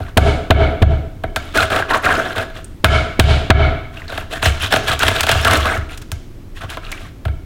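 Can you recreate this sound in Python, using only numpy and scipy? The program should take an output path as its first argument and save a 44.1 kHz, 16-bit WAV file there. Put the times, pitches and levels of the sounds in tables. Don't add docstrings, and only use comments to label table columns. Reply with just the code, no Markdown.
import sys
import numpy as np
from scipy import signal
from scipy.fft import rfft, irfft
from scipy.io import wavfile
from scipy.ndimage import minimum_filter1d

SR = 44100
rng = np.random.default_rng(int(sys.argv[2]) if len(sys.argv) > 2 else 0)


def master_out(mix):
    frames = np.transpose(np.atleast_2d(mix))
    ceiling = np.clip(frames, -1, 1)
    pcm = np.round(ceiling * 32767).astype(np.int16)
    wavfile.write(sys.argv[1], SR, pcm)


N = 328541
RING = 2 ** 15
HOLD_10MS = np.sqrt(SR / 100)


def from_db(db):
    return 10 ** (np.asarray(db) / 20)


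def unit_energy(x):
    return x / np.sqrt(np.sum(x ** 2) + 1e-20)


def rms_one(x):
    return unit_energy(x) * np.sqrt(len(x))


def at_hz(points, hz):
    f, value = np.transpose(points)
    return np.interp(np.log(np.maximum(hz, 1)), np.log(f), value)


def through(x, response):
    return signal.fftconvolve(x, response)[:N]


def drift(knots_per_s):
    knots = rng.standard_normal(4096)
    return np.interp(np.arange(N) / SR * knots_per_s, np.arange(len(knots)), knots)


def colour(spectrum):
    log_gain = np.log(from_db(at_hz(spectrum, np.fft.rfftfreq(RING, 1 / SR))))
    cepstrum = irfft(log_gain)
    cepstrum[1:RING // 2] *= 2
    cepstrum[RING // 2 + 1:] = 0
    return unit_energy(irfft(np.exp(rfft(cepstrum))))


def fracture(splinter_s, snap_share):
    t = np.arange(2048) / SR
    splinters = unit_energy(rng.standard_normal(len(t)) ** 3 * np.exp(-t / splinter_s))
    spectrum = rfft(splinters + snap_share * (t == 0), 2 * len(t))
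    return unit_energy(irfft(spectrum / np.abs(spectrum))[:len(t)])


def contacts(table, give_s, splinter_s, snap_share):
    force = np.zeros((5, N + RING))
    for s, *levels_db in table:
        push = from_db(levels_db) * HOLD_10MS
        start, breaks = int(s * SR), int((s + give_s) * SR)
        burst = fracture(splinter_s, snap_share)
        force[0, start] += push[0]
        force[1:, breaks:breaks + len(burst)] += push[1:, None] * burst
    return force[:, :N]


# (time [s], thump level [dB], wood level [dB], blade level [dB], crack level [dB], edge level [dB])
PALM_BLOWS = [(0.169, 12, 7.5, 0.5, -3.5, -10.5), (0.5030, 14, 9, 2.5, -4.5, -31),
              (0.818, 11, -2, -11.5, -18, -57), (2.841, 10.5, 3.5, 6.5, 1, -8.5),
              (3.1928, 16, 4.5, 2, 4, -6.5), (3.5000, 16.5, 7.5, 6.5, -1, -45)]


def blows():
    return contacts(PALM_BLOWS, give_s=0.00332, splinter_s=0.01, snap_share=0.11)


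def palm(slap_db, soft_hz):
    clicks = np.zeros(N)
    for s, thump_db, *rest in PALM_BLOWS:
        clicks[int(s * SR)] = from_db(thump_db + slap_db) * HOLD_10MS
    t = np.arange(RING) / SR
    return through(clicks, unit_energy(np.exp(-np.pi * soft_hz * t) * np.sin(2 * np.pi * soft_hz * t)))


# (start [s], length [s], pressure level [dB], crunch level re pressure [dB])
KNIFE_STROKES = [(0.0, 0.089, -32.5, -12), (1.37, 0.36, -40.5, -3.5), (1.536, 0.1, -9.5, -10),
                 (1.694, 0.11, -11.5, -13), (1.88, 0.081, -9, -15.5), (2.02, 0.18, -9, -16.5),
                 (2.2, 0.12, -20.5, -12), (2.342, 0.083, -16, -14), (2.535, 0.055, -30.5, -8.5),
                 (3.919, .14, -35.5, -8), (4.072, 0.15, -27.5, -6.5), (4.296, 0.081, -23.5, -5.5),
                 (4.413, 0.069, -17, -1), (4.494, 0.085, -30, -4), (4.593, 0.06, -19, 0),
                 (4.699, 0.06, -10.5, -5), (4.81, 0.11, -26, -7.5), (4.855, 0.078, -15, -4),
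                 (4.993, .11, -11, -5.5), (5.131, 0.083, -16.5, -3.5), (5.275, 0.054, -10, -4.5),
                 (5.339, 0.22, -22, -2.5), (5.44, 0.12, -7, -11), (5.562, 0.077, -18, -7),
                 (5.629, 0.14, -13.5, -13), (5.886, 0.038, -33.5, 1.5), (6.545, 0.043, -40.5, 2.5),
                 (6.59, 0.059, -30, -8), (6.68, 0.062, -29.5, -3), (6.816, 0.26, -36.5, -4.5)]
ATTACK_S, SAG_DB_PER_S, RELEASE_DB_PER_S = 0.028, 22, 413
WET_DB, WET_DB_PER_CRUNCH_DB = -8, 0.99


def stroke_gains():
    pressure, crunch = np.zeros((2, N))
    for start, length, pressure_db, crunch_db in KNIFE_STROKES:
        first = max(int(start * SR), 0)
        age = np.arange(min(RING, N - first)) / SR
        sag_db = SAG_DB_PER_S * (age - length / 2)
        release_db = RELEASE_DB_PER_S * np.maximum(age - length, 0)
        effort = np.minimum(age / ATTACK_S, 1) * from_db(pressure_db - sag_db - release_db)
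        span = slice(first, first + len(age))
        pressure[span] = np.maximum(pressure[span], effort)
        crunch[span] = np.maximum(crunch[span], effort * from_db(crunch_db))
    return pressure, crunch, from_db(WET_DB) * crunch ** WET_DB_PER_CRUNCH_DB


def slips(per_s, spread_db):
    sizes = from_db(spread_db * np.minimum(rng.exponential(1, N), 4)) * rng.choice([-1, 1], N)
    return rms_one(sizes * (rng.random(N) < per_s / SR))


def sawing(pressure, crunch, wetness):
    grip = from_db(2.9 * drift(110))
    fibres = slips(1100, spread_db=0)
    scrape_slips = 0.5 * fibres + 0.65 * slips(1500, spread_db=4.5)
    tear_slips = 1.2 * fibres + 1.22 * slips(2000, spread_db=0)
    hiss_slips = 0.18 * fibres + 0.95 * slips(5600, spread_db=-4)
    rumble = from_db(-4) * crunch * slips(1800, spread_db=-0.5)
    drag = from_db(-10.5) * pressure * from_db(1.6 * drift(90)) * slips(3000, spread_db=0)
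    scrape = from_db(-9) * pressure * from_db(1.44 * drift(120)) * scrape_slips
    tear = from_db(-8.5) * crunch * from_db(1.6 * drift(150)) * tear_slips
    hiss = from_db(-4.5) * wetness * hiss_slips
    return grip * np.array([rumble, drag, scrape, tear, hiss])


def shared(strike_db, brightness_db, share_db):
    octaves_re_blade = np.array((-1.15, 0, 0.85, 2.4))
    return strike_db + np.array(share_db) + brightness_db * octaves_re_blade


# (time [s], strike level [dB], brightness [dB/octave])
BONE_SNAPS = [(1.5472, -32, -6), (1.573, -24.5, 4), (1.7025, -21, -2.5), (1.7607, -18.5, -2),
              (2.2621, -26.5, -8.5), (2.36, -24.5, -3.5), (2.381, -19.5, -2), (4.1224, -26.5, -5),
              (4.177, -21.5, -2.5), (4.427, -15.5, -1.5), (4.7235, -12, -1.5), (4.7381, -9.5, -4),
              (4.7615, -10, -1.5), (4.892, -20.5, -1), (4.992, -29.5, 6), (5.0313, -7.5, -1.5),
              (5.081, -8.5, -1), (5.2073, -15, 4), (5.2312, -13, 0.5), (5.2671, -16.5, -0.5),
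              (5.2917, -9.5, -1), (5.4479, -13.5, 0.5), (5.51, -15.5, 0.5), (5.655, -18, -2.5),
              (5.947, -44, 2), (5.975, -41, 6), (6.0166, -41.5, 4.5), (6.7018, -31.5, 1.5),
              (6.9168, -32.5, 4.5)]
SNAP_SHARE_DB = (-4, -2, -2, -9.5)
SNAP_THUMP_DB = -4.5


def snaps():
    rows = [(s, db + SNAP_THUMP_DB, *shared(db, bright, SNAP_SHARE_DB)) for s, db, bright in BONE_SNAPS]
    return contacts(rows, give_s=0, splinter_s=0.0052, snap_share=0.25)


# (time [s], thump level [dB], strike level [dB], brightness [dB/octave])
BOARD_KNOCKS = [(0.003, -16.5, -33.5, -13), (1.2377, -18, -21.5, -7.5), (1.3612, -20.5, -14, 0.5),
                (2.055, -26, -23, 2), (2.5015, -48, -35, -4.5), (4.4579, -6.5, -10.5, 0.5),
                (5.3155, -6.5, -12, 4), (5.352, -10.5, -22, -7), (5.572, -13, -32, 7.5),
                (5.775, -13, -30, 1), (6.1175, -16, -27, 4.5), (6.635, -19, -38, -12),
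                (6.7715, -40, -25.5, -3), (7.2528, -9.5, -25, -2.5), (7.2815, -14.5, -31, -5.5)]
KNOCK_SHARE_DB = (-4.5, -3, -6, -12.5)


def knocks():
    rows = [(s, thump_db, *shared(db, bright, KNOCK_SHARE_DB)) for s, thump_db, db, bright in BOARD_KNOCKS]
    return contacts(rows, give_s=0, splinter_s=0.005, snap_share=0.9)


def slither(centre_hz, swing_octaves, knots_per_s):
    hz = centre_hz * 2 ** (swing_octaves * drift(35))
    level = drift(knots_per_s) * from_db(2.6 * drift(45))
    return rms_one(level * np.sin(2 * np.pi * np.cumsum(hz) / SR))


def squelch(per_s, cycles, low_hz, high_hz):
    t, out = np.arange(1024) / SR, np.zeros(N + 1024)
    for when, pitch, size, rise in rng.random((int(per_s * N / SR), 4)):
        hz, start = low_hz * (high_hz / low_hz) ** pitch, int(when * N)
        age = t * hz / cycles
        ring = from_db(-60 * age) * np.sin(2 * np.pi * hz * t * (1 + 0.32 * rise * age))
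        out[start:start + len(t)] += from_db(20 * size ** 2) * unit_energy(ring)
    return rms_one(out[:N])


def flesh(pressure, crunch, wetness):
    deep = from_db(-18) * pressure * slither(centre_hz=528.6, swing_octaves=0.6, knots_per_s=310)
    middle = from_db(-11.5) * pressure * slither(centre_hz=1370, swing_octaves=0.33, knots_per_s=260)
    bright = from_db(-11) * crunch * slither(centre_hz=2592, swing_octaves=0.35, knots_per_s=560)
    squish = from_db(-13.5) * pressure * squelch(per_s=180, cycles=32, low_hz=1000, high_hz=1900)
    pockets = from_db(-4) * crunch * squelch(per_s=330, cycles=32, low_hz=1160, high_hz=4030)
    crackle = from_db(-9) * wetness * squelch(per_s=110, cycles=69, low_hz=4460, high_hz=11500)
    return deep + middle + bright + squish + pockets + crackle


# (time [s], pitch [Hz], level [dB])
WET_SMACKS = [(1.824, 1560, -15), (2.644, 8450, -35.5), (3.971, 2710, -32), (4.019, 1900, -32),
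              (4.08, 4140, -34), (4.102, 3860, -34), (6.771, 1010, -26), (6.865, 2780, -36),
              (6.925, 2230, -24), (6.975, 2740, -38)]
SMACK_CYCLES, SMACK_PHASE_GAIN = 24, 0.05


def smacks():
    t, out = np.arange(4096) / SR, np.zeros(N)
    for s, hz, db in WET_SMACKS:
        age = t * hz / SMACK_CYCLES
        ring = from_db(-60 * age) * np.sin(2 * np.pi * hz * t * (1 + SMACK_PHASE_GAIN * age))
        smack = unit_energy(signal.fftconvolve(ring, fracture(splinter_s=0.004, snap_share=0.2)))
        start = int(s * SR)
        out[start:start + len(smack)] += from_db(db) * HOLD_10MS * smack
    return out


def resonances(modes):
    t = np.arange(RING) / SR
    swings = [from_db(db) * width * np.exp(-np.pi * width * t) * np.cos(2 * np.pi * hz * t)
              for hz, width, db in modes]
    return unit_energy(sum(swings[::2]) - sum(swings[1::2]))


# (frequency [Hz], relative level [dB], t60 [s])
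COUNTER_MODES = [(35.7, -13, 0.69), (63.4, -2, 0.32), (73.1, 5.5, 0.32), (98.8, 5, 0.21),
                 (131.1, -2.5, 0.23), (168, -9.5, 0.13)]
# (frequency [Hz], width [Hz], relative level [dB])
BOARD_MODES = [(224, 92, -6), (310.7, 25, -1), (417.5, 42, 0.5), (551, 87, -3.5), (655.4, 27.8, 9.5),
               (743.6, 40, 4.5), (909, 78, -8)]
BLADE_MODES = [(1074, 360, -6), (1331, 55.4, 9.5), (1415, 66, 4.5), (1534, 92, 8.5), (1685, 106, 4),
               (2100, 50, 3), (2330, 35, -5.5)]
# (frequency [Hz], relative level [dB per Hz])
CRACK_SPECTRUM = [(100, -47), (900, -2.5), (1600, -4), (1920, -2.5), (2210, -1.5), (2560, 1), (2800, 1.5),
                  (3100, 1), (3350, 1.5), (3680, -0.5), (4250, -5.5), (5200, -18.5), (16000, -45.5)]
EDGE_SPECTRUM = [(200, -34), (3000, -19.5), (5000, 6.5), (8000, 6), (11000, 0.5), (15500, -3.5)]


def bodies():
    t = np.arange(RING) / SR
    counter = sum((-1) ** k * from_db(db - 60 * t / t60) * np.sin(2 * np.pi * hz * t)
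                  for k, (hz, db, t60) in enumerate(COUNTER_MODES))
    return (unit_energy(counter), resonances(BOARD_MODES), resonances(BLADE_MODES),
            colour(CRACK_SPECTRUM), colour(EDGE_SPECTRUM))


# (frequency [Hz], relative level [dB], t60 [s])
AFTER_RING_MODES = [(690, 3, 0.59), (1307, -4.5, 0.48), (1476, -5, 0.53), (2228, 0, 0.64), (3055, -7, 0.52)]
AFTER_RING_DB, CLUSTER_KNOTS_PER_S = -9, 170


def after_ring(force):
    t = np.arange(RING) / SR
    modes = sum(from_db(db - 60 * t / t60) * unit_energy(drift(CLUSTER_KNOTS_PER_S)[:RING])
                * np.sin(2 * np.pi * hz * t) for hz, db, t60 in AFTER_RING_MODES)
    return from_db(AFTER_RING_DB) * through(force, unit_energy(modes))


# (frequency [Hz], level [dB])
ECHO_LEVEL = [(60, -29), (160, -0.5), (300, -1.5), (700, -9.5), (3500, -9), (7000, -6), (15000, -31.5)]
# (frequency [Hz], t60 [s])
ECHO_T60 = [(100, 0.66), (700, 0.64), (3500, 0.68), (8000, 0.58), (15000, 0.5)]


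def kitchen(build_s):
    t, out = np.arange(RING) / SR, np.zeros(RING)
    edges_hz = np.geomspace(45, 17000, num=15)
    for low, high in zip(edges_hz, edges_hz[1:]):
        hz = np.sqrt(low * high)
        bandpass = signal.butter(2, [low, high], "band", fs=SR, output="sos")
        band = signal.sosfilt(bandpass, rng.standard_normal(RING))
        tail = band * (1 - np.exp(-t / build_s)) * from_db(-60 * t / at_hz(ECHO_T60, hz))
        out += unit_energy(tail) * from_db(at_hz(ECHO_LEVEL, hz)) * np.sqrt(2 * (high - low) / SR)
    return out


# (frequency [Hz], relative level [dB per Hz])
HUM_SPECTRUM = [(15, -12), (28, 1), (40, -12), (58, -12.5), (90, -10), (150, -21), (210, -24.5),
                (300, -20.5), (460, -31.5), (760, -40), (2500, -47.5), (9800, -58.5), (15500, -58)]


def hum(level_db):
    return from_db(level_db) * through(rng.standard_normal(N), colour(HUM_SPECTRUM))


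def scene():
    gains = stroke_gains()
    responses = bodies()
    blow_forces, knock_forces = blows(), knocks()
    cut_forces = sawing(*gains) + knock_forces + snaps()
    chopping = sum(through(f, body) for f, body in zip(blow_forces, responses))
    chopping = chopping + palm(slap_db=-26, soft_hz=360)
    cutting = sum(through(f, body) for f, body in zip(cut_forces, responses))
    cutting = cutting + flesh(*gains) + smacks()
    ringing = after_ring(from_db(1) * blow_forces[2] + knock_forces[2])
    echo = through(chopping + from_db(-2) * cutting, kitchen(build_s=0.00043))
    return (chopping + cutting + ringing + echo + hum(level_db=-31.5))[None]


def limiter(x, threshold_db, attack_s, hold_s, release_db_per_s):
    over_db = np.maximum(20 * np.log10(np.abs(x) + 1e-9) - threshold_db, 0)
    half = int(hold_s * SR / 2)
    held_db = -minimum_filter1d(-over_db, size=2 * half + 1, origin=half)
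    ramp_db = release_db_per_s * np.arange(N) / SR
    duck_db = np.maximum.accumulate(held_db + ramp_db) - ramp_db
    pole = np.exp(-1 / (attack_s * SR))
    return x * from_db(-signal.lfilter([1 - pole], [1, -pole], duck_db))


def record(dry):
    limited = limiter(dry[0], threshold_db=-0.5, attack_s=0.0019, hold_s=0.015, release_db_per_s=252)
    clipped = limited / (1 + (limited / 0.95) ** 6) ** (1 / 6)
    cutoff_hz = 15900
    lowpass = signal.ellip(10, 0.2, 70, cutoff_hz, fs=SR, output="sos")
    return signal.sosfilt(lowpass, clipped)[None]


dry = scene()
out = record(dry)
master_out(out)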